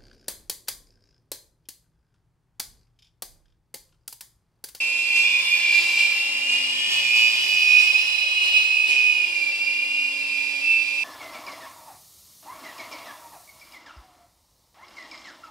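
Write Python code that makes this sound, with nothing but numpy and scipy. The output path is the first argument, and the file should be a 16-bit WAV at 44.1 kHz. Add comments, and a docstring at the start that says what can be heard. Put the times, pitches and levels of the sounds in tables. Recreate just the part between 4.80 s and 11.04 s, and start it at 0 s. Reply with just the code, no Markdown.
"""Coaxial model helicopter crossing a living room

It flies left to right past a still camera; two motors whine and beat as throttle and steering move.
Each seven-tooth pinion drives a 70-tooth rotor gear: sines at shaft multiples, with fuzz round the strong ones.
Tooth noise is filtered into rasp and frame rattle; pulsed noise and rotor multiples make the blades.
Port delays move the direct sound; sparse decaying reflections make the room.
"""
import sys
import numpy as np
from scipy import signal
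from scipy.fft import rfft, irfft
from scipy.io import wavfile
from scipy.ndimage import map_coordinates

SR = 44100
rng = np.random.default_rng(int(sys.argv[2]) if len(sys.argv) > 2 else 0)


def store_wav(level_fs):
    """Save 16-bit WAV to argv[1]."""
    pcm = np.round(np.clip(np.atleast_2d(level_fs), -1, 1) * 32767)
    wavfile.write(sys.argv[1], SR, pcm.T.astype(np.int16))


N = 275184
TIME = np.arange(N) / SR
PINION_TEETH, GEAR_TEETH = 7, 70


def amp(db):
    """Amplitude ratio of a level in dB."""
    return 10 ** (np.asarray(db) / 20)


def unit(x):
    """Scales x to rms 1."""
    return x / np.sqrt(np.mean(x ** 2) + 1e-20)


def curves(rows):
    """Table columns after the first, joined by straight lines in time."""
    s, *columns = np.transpose(rows)
    return [np.interp(TIME, s, c) for c in columns]


def read(points, hz):
    """Table values over hz, interpolated on a log-frequency axis."""
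    f, value = np.transpose(points)
    return np.interp(np.log(hz + 1), np.log(f + 1), value)


def colour(x, points, share=1):
    """Filters x by a spectrum in dB, scaled by share."""
    gain_db = share * read(points, np.fft.rfftfreq(N, 1 / SR))
    return irfft(rfft(x) * amp(gain_db), N)


def drift(rate_hz):
    """Smooth noise of rms 1, rolled off around rate_hz."""
    f = np.fft.rfftfreq(N, 1 / SR)
    lowpass = np.exp(-(f / rate_hz) ** 2) * (f > 0)
    return unit(irfft(rfft(rng.standard_normal(N)) * lowpass, N))


def tone(turns):
    """Sine of rms 1 with a random start phase."""
    return np.sqrt(2) * np.sin(2 * np.pi * (turns + rng.random()))


def swell(middle_s, half_s):
    """Gaussian bell in time, height 1."""
    return np.exp(-((TIME - middle_s) / half_s) ** 2)


def kick(start_s, rise_s, decay_s):
    """Straight rise to 1, then exponential fall."""
    age_s = TIME - start_s
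    return np.clip(age_s / rise_s, 0, 1) * np.exp(-np.maximum(age_s - rise_s, 0) / decay_s)


def room(x, alike):
    """Sparse reflections decaying band by band; the two ports share part of them."""
    # columns: freq_hz, t60_s
    t60 = [(150, 0.33), (1000, 0.46), (3000, 0.93), (8000, 0.29), (14000, 0.23)]
    taps = rng.standard_normal((2, SR // 2)) * (rng.random((2, SR // 2)) < .1)
    taps[:, :130] = 0  # gap before the first reflection
    alike = np.clip(alike, 0, 1)
    taps[1] = alike * taps[0] + np.sqrt(1 - alike ** 2) * taps[1]
    hz, t, z = signal.stft(taps, SR, nperseg=256)
    decay = np.exp(-np.log(1000) * t / read(t60, hz)[:, None])
    tail = signal.istft(z * decay, SR, nperseg=256)[1]
    tail /= np.linalg.norm(tail, axis=1, keepdims=True)
    lead = tail.shape[1]  # the room is already ringing at the start
    padded = np.pad(x, (lead, 0), "reflect")[None]
    return signal.fftconvolve(padded, tail, axes=1)[:, lead:lead + N]


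def place(x, lag):
    """Direct sound at the two ports, the left one later by lag samples."""
    ports = [map_coordinates(x, [np.arange(N) + side * lag / 2], order=3, mode="nearest")
             for side in (-1, 1)]
    return np.array(ports)


def hum(freq_hz=560, level_db=-60.5):
    """One steady sine."""
    return amp(level_db) * tone(freq_hz * TIME)


def downdraught(middle_s=.97, gust_db=-67, half_s=0.12, top_hz=130):
    """A soft puff of rotor air, low noise under a bell, early in the flight."""
    band = signal.butter(2, [45, top_hz], "band", fs=SR, output="sos")
    puff = signal.sosfilt(band, rng.standard_normal((2, N)))
    return amp(gust_db) * swell(middle_s, half_s) * unit(puff)


def wash(rotors, spectrum, chop):
    """Turbulent air: coloured noise pulsing twice per rotor turn, as each blade passes."""
    noise = sum(rng.standard_normal(N) * (1 + chop * tone(2 * r)) for r in rotors)
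    return unit(colour(noise, spectrum))


def overtones(turns, orders, fade_db, fade_hz):
    """Multiples of a turning rate, each fading at random on its own."""
    return sum(amp(db + fade_db * drift(fade_hz)) * tone(k * turns) for k, db in orders)


def murmur(rotors, order=24, middle_s=1.34, half_s=0.5, level_db=-58):
    """A higher blade tone of each rotor swells once, early in the flight."""
    return amp(level_db) * swell(middle_s, half_s) * sum(tone(order * r) for r in rotors)


def rotor_air(rotors, level_db, surge_db, blade_db):
    """Blades stir the air: broad wash, low thrum, and tones at multiples of the rotor speed."""
    # relative noise spectra; columns: freq_hz, density_db_per_hz
    wash_spectrum = [(25, -46), (60, -39), (105, -28), (190, -10.5), (300, -3), (500, -2), (1000, 1.5),
                     (1300, -5), (1700, -11), (2500, -8), (5000, -18.5)]
    thrum_spectrum = [(25, -47), (50, -40), (75, -19), (100, -13), (140, 5), (170, 6), (220, -10),
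                      (320, -46), (800, -68)]
    # blade tones before blade_db; columns: rotor_multiple, relative_level_db
    blades = [(4, -68.5), (6, -70), (12, -71.5)]
    air = amp(-47 + 0.29 * level_db + 0.59 * surge_db) * wash(rotors, wash_spectrum, chop=0.27)
    air += amp(-65 + 0.16 * blade_db + 0.52 * surge_db) * wash(rotors, thrum_spectrum, chop=0.46)
    air += amp(blade_db) * sum(overtones(r, blades, fade_db=1.5, fade_hz=3.0) for r in rotors)
    return air + murmur(rotors)


def drone(rotor_b, drone_db, order=8):
    """One multiple of rotor B's speed, at a level that moves in time."""
    return amp(drone_db + 7.5) * tone(order * rotor_b)


def shaft(speed, jitter=0.0009, jitter_hz=30):
    """Turns of a motor shaft: integrated speed (turns per s) with a slight flutter."""
    return np.cumsum(speed * (1 + jitter * drift(jitter_hz))) / SR


def rotor_turns(turns):
    """The gear slows the rotor by the tooth ratio."""
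    return turns * PINION_TEETH / GEAR_TEETH


def wobble(turns, depth, sway):
    """Off-centre gear and passing blades rock the mesh: its gain, and the turns the teeth feel."""
    rotor = rotor_turns(turns)
    rock = [unit(sum(tone(k * rotor) / np.sqrt(k) for k in range(1, 5)) + .5 * drift(100))
            for _ in range(2)]
    return 1 + depth * rock[0], turns + sway * rock[1] / PINION_TEETH


def teeth(turns, memory, scrape, throb, size=128):
    """Teeth strike and slide; gear flaws return each rotor turn, pinion roughness partly each shaft turn."""
    mesh = turns * PINION_TEETH
    tooth = mesh.astype(int)
    at = np.flatnonzero(np.diff(tooth))
    flaws = rng.standard_normal(GEAR_TEETH)
    strike = (flaws - flaws.mean())[tooth[at] % GEAR_TEETH]
    # split each strike between two samples
    late = (tooth[at + 1] - mesh[at]) / (mesh[at + 1] - mesh[at])
    ticks = np.zeros(N)
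    ticks[at], ticks[at + 1] = strike * (1 - late), strike * late
    # one row of flank roughness per shaft turn
    flanks = signal.lfilter([1], [1, -memory], rng.standard_normal((N // 100, size)), axis=0)
    slide = map_coordinates(flanks.ravel(), [turns * size], order=3) * np.exp(-(mesh % 1))
    rotor = rotor_turns(turns)
    load = np.exp(throb * (tone(rotor) + tone(2 * rotor) + tone(turns)))
    return unit(load * (np.sqrt(1 - scrape) * unit(ticks) + np.sqrt(scrape) * unit(slide)))


def frame_rattle(turns_ab, level_db, kicks, db_per_kick=.6):
    """Tooth knocks ring the light frame, louder with each turn per s of a steering kick."""
    # relative frame spectrum; columns: freq_hz, density_db_per_hz
    frame = [(300, -100), (1800, -55), (2240, -29), (2380, -3), (2520, 0), (2640, -7), (2780, -1),
             (2920, -3), (3080, -20), (3600, -45), (8000, -80)]
    knocks = sum(teeth(turns, memory=.55, scrape=.55, throb=.15) for turns in turns_ab)
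    return amp(-50.5 + 0.15 * level_db + db_per_kick * abs(kicks)) * unit(colour(knocks, frame))


def gear_rasp(turns_ab, level_db, treble_db=0.4):
    """Scraping teeth as coloured noise, with a slight lift above 6 kHz."""
    # relative spectrum before the treble lift; columns: freq_hz, density_db_per_hz
    spectrum = [(200, -80), (1000, -78), (1350, -16.5), (1750, -14.5), (2240, -4.5), (2500, 5),
                (3300, -3.5), (4400, -5.5), (5050, -1.5), (5450, -5), (5800, -11.5), (8000, -9.5),
                (8800, -16), (10300, -14.5), (11400, -21), (12600, -14.5), (14300, -45.5)]
    clatter = sum(teeth(turns, memory=.6, scrape=.82, throb=.09) for turns in turns_ab)
    rasp = unit(colour(clatter, spectrum))
    treble = signal.sosfiltfilt(signal.butter(2, 6000, "high", fs=SR, output="sos"), rasp)
    return amp(-39 + level_db) * (rasp + (amp(treble_db) - 1) * treble)


def side_tones(motor, turns, orders, level_db, fade_db=2, fade_hz=3):
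    """Shaft multiples, each fading on its own; the rocking mesh blurs the high ones most."""
    # single side tones lifted or dipped for a while as the craft moves
    # columns: middle_s, half_length_s, motor, shaft_multiple, lift_db
    flares = [(0.13, 0.37, "A", 1, 9), (1.01, 0.09, "A", 1, 7), (0.54, 0.56, "A", 10, 17),
              (0.56, 0.15, "A", 3, 13), (0.73, 0.4, "B", 3, 9), (0.83, 0.21, "A", 5, 10),
              (1.2, .15, "B", 12, 4), (0.89, 0.21, "A", 14, 6), (1.55, 0.38, "B", 6, 10),
              (2.1, 0.36, "A", 5, 15), (2.25, 0.34, "B", 12, -7), (2.5, 0.38, "B", 10, 6.5),
              (3.72, 0.16, "B", 8, 13), (2.14, 0.76, "A", 9, 11), (3.55, 0.2, "A", 9, 9),
              (2.6, 0.34, "B", 14, 4.5), (3.18, 0.6, "B", 14, 11.5), (4.2, 1.5, "A", 6, 6),
              (3.3, 0.63, "A", 15, 15), (3.55, 0.69, "B", 11, 14), (3.5, 0.24, "A", 3, 6),
              (4.66, 0.7, "A", 1, 8.5), (4.8, 0.19, "B", 1, 17), (4, 0.3, "A", 1, 2.5),
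              (5.1, 0.95, "B", 14, 10)]
    gain, rocked = wobble(turns, depth=.16, sway=.035)
    out = 0
    for k, db in orders:
        flare_db = sum(lift_db * swell(s, half_s) for s, half_s, which, order, lift_db in flares
                       if which == motor and order == k)
        tone_db = db + flare_db + 0.99 * level_db + fade_db * drift(fade_hz)
        out = out + amp(tone_db) * tone(k * rocked)
    return gain * out


def grind(turns_a, turns_b, width_hz=85, upper_db=-2):
    """Uneven tooth contact wraps each strong tone in a narrow fuzz that glides with it."""
    meshes = [(PINION_TEETH * turns_a, 0), (PINION_TEETH * turns_b, 0),
              ((PINION_TEETH + 1) * turns_a, upper_db)]
    fuzz = 0
    for mesh, db in meshes:
        envelope = drift(width_hz) + 1j * drift(width_hz)
        fuzz = fuzz + amp(db) * (envelope * np.exp(2j * np.pi * mesh)).real
    return unit(fuzz)


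def whine(turns_a, turns_b, fade_db=1.6, fade_hz=7):
    """Both mesh tones (order 7), fading together, and motor A's order 8."""
    # slow relative levels; columns: time_s, a7_db, a8_db, b7_db
    slow_levels = [(0.0,-39,-28,-33.5), (1.1,-32.5,-29.5,-27.5), (1.6,-39.5,-25.5,-38),
                   (2.1,-35.5,-29.5,-32.5), (2.7,-28,-31,-28), (3.15,-28.5,-28.5,-25.5),
                   (3.38,-37,-30.5,-29), (3.52,-35.5,-25,-28), (3.95,-33,-30.5,-24.5), (4.3,-30,-31,-27),
                   (4.55,-31,-32.5,-32.5), (4.9,-31,-27,-28), (5.2,-25.5,-28.5,-35), (5.5,-38.5,-30,-30),
                   (6.24,-50,-29.5,-29.5)]
    # brief swells and dips of single whine tones as the craft crosses the room's standing waves
    # columns: middle_s, half_length_s, a7_change_db, a8_change_db, b7_change_db
    swells = [(0.38,0.055,6,8.5,9.5), (0.463,0.022,14,-1,5), (0.57,0.061,13.5,-9,5), (0.739,0.031,15,2,3),
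              (0.79,0.03,-7,-2,-5), (0.91,0.085,9,-0.5,7), (1,0.054,6,3.5,0), (1.23,0.087,2.5,2.5,7.5),
              (1.3,0.034,7,-22,-3), (1.736,0.056,16,6.5,-10), (2.18,0.051,10.5,2,0), (2.388,0.087,11,5,9.5),
              (2.63,0.03,-3,3,-17), (2.94,0.16,3,-2.5,5.5), (3.15,0.023,0,-10,5.5), (3.77,0.033,7,4,10.5),
              (4.16,0.26,6,-2,4.5), (4.76,0.023,-6,-4,2), (5.37,0.059,3,-6,-4), (5.78,0.027,7,-12,2),
              (5.921,0.085,-6,8.5,3)]
    swells_db = sum(np.outer(changes_db, swell(s, half_s)) for s, half_s, *changes_db in swells)
    pair_db, single_db = fade_db * drift(fade_hz), fade_db * drift(fade_hz)
    a7_db, a8_db, b7_db = np.array(curves(slow_levels)) + swells_db + [pair_db, single_db, pair_db]
    gain_a, a = wobble(turns_a, depth=.13, sway=.026)
    gain_b, b = wobble(turns_b, depth=.13, sway=.026)
    motor_a = amp(a7_db) * tone(PINION_TEETH * a) + amp(a8_db) * tone((PINION_TEETH + 1) * a)
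    return gain_a * motor_a + gain_b * amp(b7_db) * tone(PINION_TEETH * b)


def scene():
    """Both drives and rotors, heard directly and through the room."""
    # mean shaft speed of the motors; columns: time_s, speed_turns_per_s
    throttle_rows = [(0, 344), (0.4, 342.2), (0.5, 343.8), (0.8, 340.4), (1.4, 340.2), (1.85, 346.7),
                     (2.1, 354.5), (2.6, 358.7), (3.35, 360), (4.0, 360), (4.13, 363), (4.3, 359.5),
                     (4.6, 339.6), (4.75, 337.8), (4.95, 343.3), (5.3, 344.4), (5.45, 339.7), (5.8, 337.8),
                     (6.24, 336.6)]
    # slow steering, added to motor A, taken from B; columns: time_s, offset_turns_per_s
    trim = [(0.0, -7.8), (0.58, 0), (0.9, 1.1), (1.28, 0.8), (1.45, 2), (1.75, 6), (2.15, 8.45),
            (2.6, 8.05), (2.9, 4.7), (3.3, 1.8), (3.55, 0.45), (3.95, 0), (4.3, -1.1), (4.65, -1.3),
            (4.95, 1.0), (5.28, 1.5), (5.6, -2.5), (6.24, -7.4)]
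    # quick steering; columns: start_s, rise_s, size_turns_per_s
    kick_rows = [(0.435, 0.05, 12), (0.93, 0.06, -5.5), (0.99, 0.09, 6.6), (2.98, 0.22, -5.8),
                 (3.79, 0.15, -4.5), (4.06, 0.06, 14.8), (5.32, 0.15, -4.0)]
    # brief surges of the drives and rotor air; columns: start_s, peak_db
    surges = [(0.32, 6.5), (0.71, 2), (0.9, 4.5), (0.96, 0.5), (1.149, 4.5), (1.68, 5), (2.08, 6),
              (2.33, 5), (2.87, 1.5), (2.96, 5), (3.131, 2.4), (3.6, 6), (3.721, 5.5), (4.05, 8)]
    # drive level as the craft nears and recedes; columns: time_s, level_db
    nearness = [(0.0, 0.6), (0.6, 3), (1.2, 4.5), (1.6, 1.5), (2.6, 5.5), (3.1, 3.5), (3.5, 0.5), (4.6, -1),
                (5.2, -3), (5.45, -1.5), (6.24, -2)]
    # columns: time_s, blade_lift_db, drone_relative_level_db
    blade_swell = [(0, -20, -73), (0.85, -0.5, -76), (1.25, -3.5, -72.5), (1.75, 4, -58.5), (2.3, 8, -69.5),
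                   (2.9, 2.5, -74), (3.3, -14, -96), (3.8, 1, -80), (4.4, -11, -73.5), (5.3, -7, -60.5),
                   (6.24, -7.5, -65)]
    # direction of the craft, before each layer's share; columns: time_s, left_lag_samples
    flight = [(0, -4.5), (.5, -6), (1.5, 4.5), (3.7, 9.5), (6.24, 8.5)]
    # side tones before level and flares; columns: shaft_multiple, relative_level_db
    orders_a = [(1, -67.5), (3, -65.5), (4, -76), (5, -67), (6, -52.5), (9, -52), (10, -55.5), (11, -60.5),
                (12, -52.5), (13, -59), (14, -49), (15, -58), (16, -67), (21, -69)]
    orders_b = [(1, -76), (3, -67.5), (4, -67), (5, -62), (6, -57), (8, -44.5), (10, -53.5), (11, -55.5),
                (12, -52.5), (13, -76), (14, -51), (17, -61), (18, -59), (21, -60.5)]

    # steering speeds one motor up and slows the other
    kicks = sum(size * kick(s, rise_s, decay_s=.325) for s, rise_s, size in kick_rows)
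    throttle, steering = curves(throttle_rows)[0], curves(trim)[0] + kicks
    a, b = shaft(throttle + steering), shaft(throttle - steering)
    rotors = [rotor_turns(turns) for turns in (a, b)]
    surge_db = sum(db * kick(s, rise_s=0.046, decay_s=0.052) for s, db in surges)
    level_db = curves(nearness)[0] + surge_db
    blade_db, drone_db = curves(blade_swell)
    lag = curves(flight)[0]

    air = rotor_air(rotors, level_db, surge_db, blade_db)
    rattle = frame_rattle((a, b), level_db, kicks)
    rasp = gear_rasp((a, b), level_db)
    sides = side_tones("A", a, orders_a, level_db) + side_tones("B", b, orders_b, level_db)
    sides += drone(rotors[1], drone_db)
    tones = amp(-0.53) * whine(a, b) + amp(-39.5 + 0.35 * level_db) * grind(a, b)

    # direct and room paths; the strong tones reach both ports nearly in step
    out = hum() + downdraught()
    out += amp(-5.5) * place(air, lag) + amp(-4.0) * room(air, alike=0.026)
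    out += amp(-13.0) * place(rattle, 0.3 * lag) + room(rattle, alike=0.15)
    out += place(rasp, lag) + amp(1.5) * room(rasp, alike=0.012)
    out += place(sides, lag) + amp(-8.5) * room(sides, alike=0.036)
    out += place(tones, 0.31 * lag) + amp(-11) * room(tones, alike=0.15)
    return out


def record(dry):
    """Sets stereo width band by band, colours each port, then limits the band."""
    # side over mid, before the shares; columns: freq_hz, lift_db
    width = [(400, 0), (900, -2), (1080, 0.5), (1300, 9), (1750, 3.5), (2050, -3), (2500, -1.5), (2900, 0),
             (3300, 4), (4000, -1.5), (6000, 0.5)]
    # left over right, before the shares; columns: freq_hz, difference_db
    port_tilt = [(200, -2), (1200, 0), (1800, -4.5), (2100, 4.5), (2500, -7.5), (2850, 1), (3200, 3),
                 (3900, 2.5), (4700, -0.5), (6000, -3), (10000, -2.5), (11100, 0.5), (12500, 2),
                 (14000, 10.5)]
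    edge_hz = 14500
    left, right = dry * signal.windows.tukey(N, .002)  # soft ends
    mid = colour((left + right) / 2, width, share=-0.35)
    side = colour((left - right) / 2, width, share=0.55)
    ports = np.array([colour(mid + side, port_tilt, share=0.63),
                      colour(mid - side, port_tilt, share=-0.68)])
    lowpass = signal.firwin(511, edge_hz, window=("kaiser", 9), fs=SR)
    return signal.oaconvolve(ports, lowpass[None], "same")


dry = scene()
out = record(dry)
store_wav(out)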